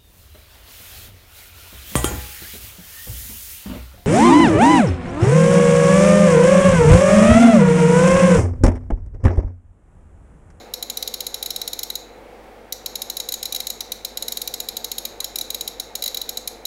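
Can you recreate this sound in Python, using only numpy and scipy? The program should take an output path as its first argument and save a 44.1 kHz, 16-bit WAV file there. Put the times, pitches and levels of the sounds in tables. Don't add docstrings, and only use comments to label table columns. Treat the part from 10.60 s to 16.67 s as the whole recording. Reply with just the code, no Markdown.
import sys
import numpy as np
from scipy import signal
from scipy.fft import rfft, irfft
from scipy.io import wavfile
from scipy.ndimage import uniform_filter1d

SR = 44100
rng = np.random.default_rng(int(sys.argv[2]) if len(sys.argv) > 2 else 0)


def put_to_file(sound):
    columns = np.atleast_2d(sound).T
    safe = np.clip(columns, -1, 1)
    whole_steps = np.round(safe * 32767)
    wavfile.write(sys.argv[1], SR, whole_steps.astype(np.int16))


N = 267642
LEAD = SR // 4


def knob(size=2048, scatter=0.34, pitch_spread=0.0013, mode_spread_db=1.57,
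         crack_db=-35, crack_hz=2600, blur=2.33):
    # start_s, level_db, hardness (about 0-1), treble_db, case_knock_db
    detents = [(-0.06, -23, 0, 0.5, -2), (0.1371, -22, 0.4, 0.5, -2), (0.2258, -22.5, 0.044, -0.5, -3),
               (0.2988, -22.5, 0.0, 2, 1), (0.3712, -21.5, 1, 4, 0.0), (0.4255, -21.5, 0.89, 0.5, 0),
               (0.4754, -22.5, 0.26, -2, 0.0), (0.5394, -22.5, 0.22, 0.1, -6),
               (0.6051, -22.5, 0.1, -0.5, -3), (0.6663, -22.5, 0.1, 2, 6), (0.7424, -22, 0.2, 1.5, -2.0),
               (0.8264, -21.5, 0.71, 0.5, 5.0), (0.8597, -22.5, 0, 1, -2), (0.9047, -21.5, 0.5, 0, 3),
               (0.9608, -22, 0.1, 0.7, 7), (1.0152, -22.5, 0.48, 0, 10), (1.0764, -22.5, 0.2, -1.5, 1.0),
               (1.1314, -23, 0.5, 0, 9), (1.1906, -23.5, 0.54, 2, 11), (1.2313, -22, 0.045, 0.9, 0),
               (1.3012, -22.5, 0.29, -1, 11), (1.3541, -22, 0.2, 1, 6), (2.1236, -22, 1.02, 3.5, 13),
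               (2.26, -22, 0.2, 0.4, -4), (2.355, -22.5, 0.06, 0.1, -1), (2.4182, -22.5, 0.2, 0.3, -2),
               (2.499, -22, 0.1, -0.1, -3), (2.5682, -22.5, 0.33, 0, -8), (2.6003, -22, 0.15, -0.5, -2),
               (2.6876, -22, 0.1, 1, -1.0), (2.721, -22.5, 0.053, 2.5, 7), (2.7392, -22, 0.1, -1, -2),
               (2.8284, -23, 0.0, -1, -3.0), (2.8548, -22, 0.1, -0.8, -5), (2.9235, -22, 1.1, 0.1, -1),
               (2.9472, -22, 0.1, 0, -1.0), (2.961, -22.5, 0.19, -1, -2), (3.0022, -22, 0.4, 1.5, 4.0),
               (3.069, -22, 0.17, 2, -1.0), (3.1014, -22, 0.071, 3, 3), (3.206, -23, 0.65, -3.5, 6.0),
               (3.3189, -21.5, 1.14, 2.9, -1), (3.4481, -22, 0.17, 1.2, 2.0),
               (3.572, -22.5, 0.23, 0.5, 3.5), (3.6235, -22.5, 0.0, 1.4, 5), (3.6814, -22, 0.5, 0, 8),
               (3.7213, -22.5, 0.11, 3.5, 4), (3.7711, -22, 0.16, 0.5, -4), (3.8163, -22.5, 0.5, 4, 6.0),
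               (3.8752, -22, 1.07, 1.5, 0), (3.9389, -22.5, 0.26, 1, 5), (4.0016, -22, 0.39, 3.5, 4),
               (4.0865, -22, 0.5, 2, 0), (4.1677, -22, 0.33, 2.5, -1), (4.244, -22, 0.19, 1.5, -2),
               (4.3157, -22, 0.0, -1, -4), (4.3816, -22, 0.0, 1, -3), (4.4518, -22, 0.17, -0.6, -5),
               (4.603, -22, 0.3, 1, -6), (4.6432, -22, 0.0, 1, -3), (4.7573, -21.5, 0.36, 0.5, -6),
               (4.7853, -23, 1.4, 3, 2.0), (4.8108, -21.5, 0, 0.2, -3), (4.903, -22, 0.065, -3, -6),
               (4.9452, -22, 0.052, 0, -1.0), (5.009, -22, 0.16, 1.5, -5), (5.0764, -22, 0.0, -0.7, -2),
               (5.1979, -22, 0.33, 2.5, 2), (5.3529, -22, 0.089, -1, -2.0), (5.4223, -22, 0.4, 2, 8),
               (5.4387, -22, 0.0, 1, 7), (5.4594, -21.5, 0.022, -3, 9), (5.4775, -22, 0.61, 0.5, 6.0),
               (5.5451, -23, 0.29, -3, 10), (5.5707, -22, 0.2, 1, 4), (5.615, -23, 0.49, 0, 10),
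               (5.691, -22, 0.098, 1, -0.0), (5.7716, -22, 0.0, 2.5, 1), (5.875, -22, 0.2, 2, 2),
               (6.0525, -22.5, 0.0, 0, -4)]
    # pitch_hz, bandwidth_hz, level_db, hard_snap_gain_db
    modes = [(1510, 460, -33, 2), (2077, 150, -22, 0), (2370, 103, -20, 3.5), (2833, 380, -24.5, 0.5),
             (3240, 197, -18.5, -0.5), (3844, 147, -5, 1), (3948, 187, -1, 1), (4336, 106, -12, -2.5),
             (4370, 160, -16.5, 3.5), (4760, 245, -17, 3), (5230, 220, -14.5, 0.5), (5450, 168, -12, 0),
             (5820, 190, -18, 8), (6010, 120, -25, 16), (6430, 170, -14, 0), (6710, 290, -10.5, -8.5),
             (6820, 300, -8, -8), (7080, 490, -23.5, 10.5), (8007, 254, -17, -5), (8360, 590, -27, 6.5),
             (9440, 650, -19, -1), (10060, 410, -25, 8.5), (10600, 150, -15.5, -2),
             (11230, 710, -15.5, -0.5), (11800, 600, -27, 11.5), (12150, 640, -14.5, -6),
             (12480, 200, -9.5, -1.5), (13480, 570, -17.5, 4), (14040, 470, -21, 4), (15400, 740, -19, 3)]
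    t, f = np.arange(size) / SR, np.fft.rfftfreq(size, 1 / SR)
    pitch_hz, bandwidth_hz, mode_db, hard_db = np.transpose(modes)[:, :, None]
    common_chatter = chatter(t)
    crack = undb(crack_db) * (f ** 2 + 1e4) / (f ** 2 + crack_hz ** 2)
    treble_shape = along([(4000, 0.096), (9000, 0.97)], f)
    knock_shape = along([(2100, 0.69), (2400, 0.31)], f)
    out = np.zeros((2, LEAD + N + size))
    for start_s, level_db, hardness, treble_db, knock_db in detents:
        tuned_hz = pitch_hz * (1 + pitch_spread * rng.standard_normal())
        spread_db = mode_spread_db * rng.standard_normal(pitch_hz.shape)
        strength = undb(mode_db + hardness * hard_db + spread_db)
        tilt = undb(treble_db * treble_shape + knock_db * knock_shape)
        contacts = rfft(common_chatter + scatter * chatter(t))
        start = LEAD + int(start_s * SR)
        for path, width_hz in enumerate((bandwidth_hz, bandwidth_hz * blur)):
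            peaks = strength / (1 + (2 * (f - tuned_hz) / width_hz) ** 2)
            response = tilt * np.sqrt(np.sum(peaks ** 2, axis=0) + crack ** 2)
            click = irfft(minimum_phase(response) * contacts)
            onset_rms = np.sqrt(np.mean(click[:SR // 100] ** 2))
            out[path, start:start + size] += undb(level_db) * click / onset_rms
    return out[:, :LEAD + N]


def chatter(t, rise_s=.0003, snap_decay_s=.0013, rebound_s=.0023, rebound_gain=.8,
            rebound_decay_s=.0017, passes=12):
    snap = (1 - np.exp(-t / rise_s)) * np.exp(-t / snap_decay_s)
    rebound = (t > rebound_s) * np.exp(-np.abs(t - rebound_s) / rebound_decay_s)
    envelope = snap + rebound_gain * rebound
    force = envelope * rng.standard_normal(len(t))
    for _ in range(passes):
        force = irfft(np.exp(1j * np.angle(rfft(force))))
        local_rms = np.sqrt(np.abs(uniform_filter1d(force ** 2, size=25)) + 1e-14)
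        force = force * envelope / local_rms
    return force / np.linalg.norm(force)


def thumb(band_hz=(750, 1900)):
    # centre_s, half_width_s, level_db
    rubs = [(4.622, 0.015, -45.5)]
    t = np.arange(N) / SR
    grip = sum(undb(db) * np.exp(-((t - centre_s) / width_s) ** 2) for centre_s, width_s, db in rubs)
    friction = rng.standard_normal(N) * undb(3 * walk(250))
    bandpass = signal.butter(2, band_hz, "band", fs=SR, output="sos")
    return grip * unit(signal.sosfilt(bandpass, friction))


def room(source, first_s=0.002, near_gain=2.05, near_decay_s=0.0023, bands=14):
    # frequency_hz, t60_s
    decay_times = [(2000, 0.83), (4000, 0.48), (7000, 0.46), (11000, 0.29), (16000, 0.39)]
    # frequency_hz, gain_db
    colour = [(2000, -8), (3000, -13), (3550, -9.5), (3950, -11), (4500, -7.5), (5400, -9.5), (6700, -10),
              (9000, -12), (11500, -10), (14500, -18.5)]
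    t = np.arange(SR * 3 // 5) / SR
    f = np.fft.rfftfreq(len(t), 1 / SR)
    noise = rfft(rng.standard_normal(len(t)))
    edges_hz = np.linspace(0, SR / 2, bands + 1)
    tail = 0
    for low, high in zip(edges_hz, edges_hz[1:]):
        t60_s = along(decay_times, (low + high) / 2)
        band = irfft(noise * (f >= low) * (f < high), len(t))
        tail = tail + band * np.exp(-np.log(1000) * t / t60_s)
    tail = tail * (t > first_s) / np.linalg.norm(tail)
    tail = tail * (1 + near_gain * np.exp(-np.abs(t - first_s) / near_decay_s))
    tail = irfft(rfft(tail) * undb(along(colour, f)), len(t))
    return signal.fftconvolve(source, tail)[:len(source)]


def fan(air_db=-43.5, flutter_db=.5):
    # frequency_hz, relative_density_db
    air_spectrum = [(25, -11), (70, -13.5), (130, -15.5), (220, -8), (370, -6.5), (490, 2), (620, -8),
                    (750, -2.5), (1000, -13), (1800, -16.5), (2250, -16.5), (2800, -23), (7000, -34.5),
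                    (15000, -38)]
    # pitch_hz, rms_level_db, waver (0-1)
    tones = [(49.5, -53.5, 0), (100, -65, 0.13), (232, -60, 0.46), (325.3, -63.5, 0.5), (345, -60.5, 0.6),
             (508.5, -56.5, 0.5), (575.5, -60, 1), (719, -60.5, 0.25), (890, -62, 0.58),
             (2144, -66.5, 0.88)]
    t, f = np.arange(N) / SR, np.fft.rfftfreq(N, 1 / SR)
    air = unit(irfft(rfft(rng.standard_normal(N)) * undb(along(air_spectrum, f)), N))
    out = air * undb(air_db + flutter_db * walk(10))
    for pitch_hz, level_db, waver in tones:
        steady = np.sqrt(1 - min(waver, 1) ** 2)
        drift = waver * (walk(11) + 1j * walk(12)) / np.sqrt(2)
        carrier = np.exp(2j * np.pi * (pitch_hz * t + rng.random()))
        out = out + undb(level_db) * np.sqrt(2) * np.real((steady + drift) * carrier)
    return out


def minimum_phase(gain):
    cepstrum = irfft(np.log(gain))
    half = len(cepstrum) // 2
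    cepstrum[1:half] *= 2
    cepstrum[half + 1:] = 0
    return np.exp(rfft(cepstrum))


def walk(rate_hz):
    hold = int(SR / rate_hz)
    steps = np.repeat(rng.standard_normal(N // hold + 1), hold)
    return unit(uniform_filter1d(uniform_filter1d(steps, hold), hold)[:N])


def along(points, hz):
    f, value = np.transpose(points)
    return np.interp(np.log(np.maximum(hz, 1)), np.log(f), value)


def undb(db):
    return 10 ** (np.asarray(db) / 20)


def unit(x):
    return x / np.sqrt(np.mean(x ** 2))


def scene():
    direct, all_round = knob() + np.pad(thumb(), (LEAD, 0))
    return ((direct + room(all_round))[LEAD:] + fan())[None]


def record(dry, ceiling=0.31, top_hz=15750):
    lowpass = signal.ellip(8, .2, 70, top_hz, fs=SR, output="sos")
    return signal.sosfilt(lowpass, ceiling * np.tanh(dry / ceiling))


dry = scene()
out = record(dry)
put_to_file(out)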